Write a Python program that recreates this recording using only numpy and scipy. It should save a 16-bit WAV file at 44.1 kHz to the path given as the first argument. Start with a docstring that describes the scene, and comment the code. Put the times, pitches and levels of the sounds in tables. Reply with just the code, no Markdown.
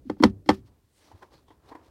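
"""A light knock, then two hard clunks: the sliding plastic lid of a car's centre console is shoved back against
its stop. Each blow rings the lid and rattles the panels round it, the padded cabin rings on briefly, and a
short low boom follows. Then a fleece sleeve draws away, hissing and rubbing over trim and seat, with a few soft
handling bumps. A faint cabin rumble lies under it all."""
import sys
import numpy as np
from scipy import signal
from scipy.fft import rfft, irfft
from scipy.io import wavfile
from scipy.ndimage import uniform_filter1d

SR = 44100
rng = np.random.default_rng(int(sys.argv[2]) if len(sys.argv) > 2 else 0)


def output_pcm(signal):
    """Save a mono or channel-first signal as 16-bit PCM at the path in sys.argv[1].

    Samples are clipped to [-1, 1] before scaling.
    """
    pcm = np.clip(np.atleast_2d(signal).T, -1, 1) * 32767
    wavfile.write(sys.argv[1], SR, np.round(pcm).astype(np.int16))


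N = 83790
T = np.arange(N) / SR

# The lid hits its guides and stop:
# start_s, thump_db, knock_db, click_db, place (0 middle to 1 edge), cutoff_hz
LID_BLOWS = [(0.0966, -14.5, -20.5, -28.5, .9, 4700), (0.166, -43, -48.5, -64, 1, 1500),
             (0.1998, -27.5, -30.5, -40, 0.53, 9000), (0.2253, -10.5, -19, -23, .1, 14980),
             (0.2352, 2, 0.5, 0.5, 0.13, 10980), (0.459, -37, -48, -39.5, 0.89, 9000),
             (0.4889, -2.5, -0.5, -4, 0.94, 11900), (0.4991, -22.5, -13, -18, 0.78, 8000),
             (0.528, -29, -57, -37.5, 0.75, 15000)]
THUMP_HZ, KNOCK_HZ, CLICK_HZ = 300, 1000, 5000
# Dull thuds of buffer and console: peak_s, level_db, pitch_hz, width_s
BUFFER_THUDS = [(0.059, -40.5, 292, 0.0033), (0.074, -35, 245, 0.0063), (0.102, -25.5, 400, .0018),
                (0.2084, -17.5, 290.5, 0.0023), (0.2124, -16, 280, 0.0036), (0.2289, -15.5, 291, .003),
                (0.2458, -9.5, 280.5, .004), (0.2587, -9.5, 241.4, 0.0055), (0.294, -30, 203.8, .012),
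                (0.324, -36, 82, 0.0083), (0.478, -40.5, 326, .008)]
# Ring of lid and bin: pitch_hz, middle_hit_db, edge_hit_db, t60_s
LID_MODES = [(203, -15.5, -14, 0.15), (236.2, -14.5, -19.5, 0.14), (301.3, -4, -4.5, .085),
             (381.4, -20, -18, 0.17), (497.4, -10, -10.5, .06), (580, -22.5, -14, .055),
             (775, -18.5, -10, .05), (864, -18.5, -11.5, .055), (976, 0, -14, .024),
             (1160, -30, -18.5, 0.065), (1263, -27.5, -24, .085), (1440, -24, -19.5, .03),
             (1788, -32, -25, 0.097), (2690, -38, -37.5, .09)]
# Clustered panel resonances: pitch_hz, width_hz, level_db
PANEL_BANDS = [(1000, 300, -19), (1432, 300, -20.5), (2028, 520, -18.5), (2790, 200, -34),
               (3235, 220, -23.5), (3493, 550, -26.5), (4407, 610, -23), (5370, 420, -25)]
# Scrapes along the rails: peak_s, level_db, width_s
RAIL_SCRAPES = [(0.103, -70.5, 0.034), (0.209, -65.5, 0.014), (0.228, -43, .003), (0.3, -63.5, .006),
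                (0.483, -63.5, .012), (0.543, -54.5, 0.0081), (0.571, -67, 0.021), (0.673, -69.5, 0.013)]
# Quick cloth strokes: peak_s, level_db, width_s, pitch_hz, width_hz
CLOTH_RASPS = [(0.983, -73, 0.043, 8500, 6000), (1.053, -73, 0.033, 5600, 2500),
               (1.23, -51.5, 0.0049, 1546, 897), (1.355, -67, 0.021, 4380, 2007),
               (1.501, -70, 0.017, 3300, 900), (1.693, -66.5, 0.0065, 4090, 902)]
# Soft handling bumps: peak_s, level_db, rise_s, treble_db, bass_db
HAND_BUMPS = [(0.679, -64.5, 0.0063, -2, 15.5), (1.117, -49.5, 0.0025, 2, 11),
              (1.228, -42, 0.0045, -1.5, -6), (1.322, -56, 0.0019, -3, 10),
              (1.483, -56.5, 0.0014, 4.5, -7.5), (1.506, -48, 0.00079, -12, -4),
              (1.658, -58, 0.0063, 2, -13), (1.722, -42.5, 0.0079, -24, -15),
              (1.7523, -40, 0.0014, -6.5, -17)]

# Fader rides for cabin rumble, sleeve hiss and sleeve rub: time_s, level_db
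RUMBLE_RIDE = [(0, -54.5), (0.4, -57), (0.7, -64.5), (0.9, -71), (1.08, -69.5), (1.35, -63), (1.55, -64),
               (1.9, -62)]
HISS_RIDE = [(0.62, -89), (0.93, -82), (0.965, -70), (1.075, -65), (1.14, -73.5), (1.23, -72.5), (1.3, -82),
             (1.33, -65.5), (1.365, -69), (1.4, -75), (1.46, -84.5), (1.51, -75), (1.59, -90),
             (1.695, -65.5), (1.74, -77.5), (1.82, -82), (1.85, -68), (1.9, -76.5)]
RUB_RIDE = [(0.46, -91.5), (0.6, -73.5), (0.76, -74.5), (0.9, -86), (1.01, -68.5), (1.08, -61.5),
            (1.18, -66.5), (1.3, -70), (1.34, -58), (1.4, -69.5), (1.47, -77), (1.53, -73), (1.59, -73),
            (1.7, -57), (1.78, -60), (1.9, -66)]

# Tone curves of the noise layers: frequency_hz, density_db
RUMBLE_EQ = [(20, -19.5), (45, -4), (70, -1), (110, -5), (170, -14.5), (290, -13.5), (500, -20.5),
             (1000, -40.5)]  # low cabin rumble
AIR_EQ = [(100, -1.5), (400, -9), (1000, -14.5), (3000, -20.5), (8000, -20.5), (16000, -22)]  # faint air
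CRACK_EQ = [(1000, -13.5), (3000, -4.5), (5500, -5.5), (7500, -13.5), (11000, -23), (16000, -31.5)]  # bright crack of the trim
CABIN_EQ = [(30, -7), (60, 0), (100, 4), (150, -6), (280, -6.5), (450, -22.5), (900, -37), (2000, -52.5)]  # dark cabin tail
SCATTER_EQ = [(400, -1.5), (900, 3), (1400, -5.5), (2000, -7), (2500, -13.5)]  # midrange reflections off glass and trim
SHEEN_EQ = [(2200, -1), (3300, 1.5), (5400, -2), (6800, -12), (10000, -14), (16000, -23.5)]  # their treble
SCRAPE_EQ = [(1000, -2), (3000, -3.5), (5000, -3), (7000, -12), (16000, -19)]  # lid on rails
HISS_EQ = [(1200, -6.5), (1600, -2), (2440, -3), (4120, -1), (5540, -4.5), (7170, -11), (8570, -11),
           (12500, -17.5), (16000, -17.5)]  # fleece hiss
RUB_EQ = [(190, -14.5), (300, 5), (400, 0.5), (700, -4), (1020, -3), (1300, -9.5), (1800, -15.5),
          (3000, -25.5)]  # dull fleece rub
BUMP_EQ = [(150, -23), (300, 0.5), (500, -4), (750, -5), (1030, 2.5), (1300, -18.5), (1900, -14),
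           (2600, -31), (5000, -39)]  # body of a handling bump
BOOM_DELAY_S = 0.031  # the bass blooms this long after a blow or bump


def from_db(db):
    return 10 ** (np.asarray(db) / 20)


def gain_at(eq, hz):
    """Gain of a tone curve, read on a log-frequency axis."""
    points_hz, db = np.transpose(eq)
    return from_db(np.interp(np.log(hz + 1e-9), np.log(points_hz), db))


def fader(ride):
    """A fader ride as a gain in time."""
    return from_db(np.interp(T, *np.transpose(ride)))


def rms_one(x):
    return x / np.sqrt(np.mean(x ** 2) + 1e-20)


def noise(eq):
    """Noise shaped by a tone curve, rolled off beyond its ends; rms 1."""
    hz = np.arange(N // 2 + 1) * SR / N + 1e-3
    skirts = np.minimum(1, hz / eq[0][0]) ** 2 * np.minimum(1, eq[-1][0] / hz) ** 2
    return rms_one(irfft(rfft(rng.standard_normal(N)) * gain_at(eq, hz) * skirts, N))


def resonance(hz, width_hz):
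    """Many close modes round one pitch, evened in level; rms 1."""
    detune = (np.arange(N) * SR / N - hz) / (width_hz / 2)
    band = np.fft.ifft(np.fft.fft(rng.standard_normal(N)) / (1 + detune ** 2) ** 2)
    envelope = np.sqrt(uniform_filter1d(abs(band) ** 2, size=350) + 1e-20)
    return rms_one(band.real / envelope)


def fade(age, t60_s):
    """Full until age zero, then 60 dB down in t60_s."""
    return np.exp(-np.log(1000) * np.maximum(age, 0) / t60_s)


def hit_shape(rise_s, t60_s, hold_s=0):
    """A smooth attack and a decay that sets in at hold_s."""
    return (1 - np.exp(-(T / rise_s) ** 2)) * fade(T - hold_s, t60_s)


def bell(peak_s, width_s):
    """A bell-shaped swell; width_s is its standard deviation."""
    return np.exp(-((T - peak_s) / width_s) ** 2 / 2)


def thud(peak_s, hz, width_s):
    """A brief tone under a bell-shaped swell."""
    return bell(peak_s, width_s) * np.cos(2 * np.pi * hz * (T - peak_s))


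def strike(response, hz, middle_db=0, edge_db=0):
    """Play a response at every blow, as hard as its force and place drive hz, dulled by each blow's own low-
    pass."""
    out = np.zeros(N)
    for start_s, thump_db, knock_db, click_db, place, cutoff_hz in LID_BLOWS:
        start = int(start_s * SR)
        lowpass = signal.butter(4, cutoff_hz, fs=SR, output="sos")
        dulled = signal.sosfilt(lowpass, response[:N - start] + 1e-18)
        force = gain_at([(THUMP_HZ, thump_db), (KNOCK_HZ, knock_db), (CLICK_HZ, click_db)], hz)
        coupling = from_db(np.interp(place, [0, 1], [middle_db, edge_db]))
        out[start:] += force * coupling * dulled
    return out


def room_tone():
    """The quiet of a parked car: low rumble and a trace of air."""
    return fader(RUMBLE_RIDE) * noise(RUMBLE_EQ) + from_db(-76.5) * noise(AIR_EQ)


def buffer_thuds():
    """The lid thuds softly on its rubber buffer, and the console thuds under it."""
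    return sum(from_db(db) * thud(peak_s, hz, width_s) for peak_s, db, hz, width_s in BUFFER_THUDS)


def lid_ring():
    """Every blow rings the lid's modes; the low ones take longer to build up."""
    build_cycles = 0.49
    out = np.zeros(N)
    for k, (hz, middle_db, edge_db, t60_s) in enumerate(LID_MODES):
        polarity = (-1) ** (k + 1)
        ring = polarity * hit_shape(build_cycles / hz, t60_s) * np.sin(2 * np.pi * hz * T)
        out += strike(ring, hz, middle_db, edge_db)
    return out


def panel_rattle():
    """The trim rattles and cracks for a few milliseconds at each blow."""
    burst = hit_shape(rise_s=0.0017, t60_s=0.022, hold_s=0.0032)
    rattle = sum(from_db(db) * resonance(hz, width_hz) * strike(burst, hz)
                 for hz, width_hz, db in PANEL_BANDS)
    crack = from_db(-22.5) * noise(CRACK_EQ) * strike(burst, CLICK_HZ)
    return rattle + crack


def tail_and_late_boom():
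    """The cabin answers each blow with diffuse reflections and the ring of its air; a late low boom follows
    each blow."""
    bloom_s, reflect_s, air_hz = 0.01, 0.0061, 99.76
    tail = from_db(-34) * noise(CABIN_EQ) * strike(hit_shape(bloom_s, t60_s=0.44), THUMP_HZ)
    scatter = from_db(-23.5) * noise(SCATTER_EQ) * strike(hit_shape(reflect_s, t60_s=0.1), KNOCK_HZ)
    sheen = from_db(-33) * noise(SHEEN_EQ) * strike(hit_shape(reflect_s, t60_s=0.095), CLICK_HZ)
    boom = from_db(-26) * thud(BOOM_DELAY_S, hz=85, width_s=0.0037)
    air_ring = from_db(-36.5) * hit_shape(bloom_s, t60_s=0.45) * np.sin(2 * np.pi * air_hz * T)
    return tail + scatter + sheen + strike(boom + air_ring, THUMP_HZ)


def rail_scrapes():
    """The moving lid scrapes its rails in short, faint bursts."""
    swells = sum(from_db(db) * bell(peak_s, width_s) for peak_s, db, width_s in RAIL_SCRAPES)
    return swells * noise(SCRAPE_EQ)


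def sleeve():
    """Fleece slides over trim and seat, fibres catching unevenly; quick strokes add a pitched rasp."""
    grain_db, grain_s = 1.5, 0.0054
    catching = rms_one(uniform_filter1d(rng.standard_normal(N), int(grain_s * SR)))
    rasps = sum(from_db(db) * bell(peak_s, width_s) * resonance(hz, width_hz)
                for peak_s, db, width_s, hz, width_hz in CLOTH_RASPS)
    hiss = fader(HISS_RIDE) * noise(HISS_EQ)
    rub = fader(RUB_RIDE) * noise(RUB_EQ)
    return from_db(grain_db * catching) * (hiss + rub + rasps)


def handling_bumps():
    """Soft contacts swell and die quickly, with a brush of treble and a late bass."""
    bass_width_s = 0.017
    body, brush, bass = noise(BUMP_EQ), noise(HISS_EQ), noise(RUMBLE_EQ)
    out = np.zeros(N)
    for peak_s, db, rise_s, treble_db, bass_db in HAND_BUMPS:
        age = T - peak_s
        attack = np.exp(np.minimum(age, 0) / rise_s)
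        decay = fade(age - rise_s / 2, t60_s=0.06)
        tail = from_db(-13) * fade(age, t60_s=0.22)
        contact = attack * np.hypot(decay, tail) * (body + from_db(treble_db - 17.5) * brush)
        bloom = np.exp(-((age - BOOM_DELAY_S) / bass_width_s) ** 2)
        out += from_db(db) * (contact + from_db(bass_db - 13) * bloom * bass)
    return out


def scene():
    """Lid, cabin and sleeve over the room tone, mixed in mono."""
    bed = room_tone()
    lid = buffer_thuds() + lid_ring() + panel_rattle() + rail_scrapes()
    return (bed + lid + tail_and_late_boom() + handling_bumps() + sleeve())[None]


def record(dry):
    """Roll off the deepest bass, round the highest peaks and cut the very top."""
    low_cut_hz, ceiling, stopband_hz = 38, 0.95, 16700
    trimmed = signal.sosfilt(signal.butter(2, low_cut_hz, "high", fs=SR, output="sos"), dry)
    rounded = trimmed / (1 + (trimmed / ceiling) ** 6) ** (1 / 6)
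    return signal.sosfiltfilt(signal.cheby2(14, 50, stopband_hz, fs=SR, output="sos"), rounded)


dry = scene()
out = record(dry)
output_pcm(out)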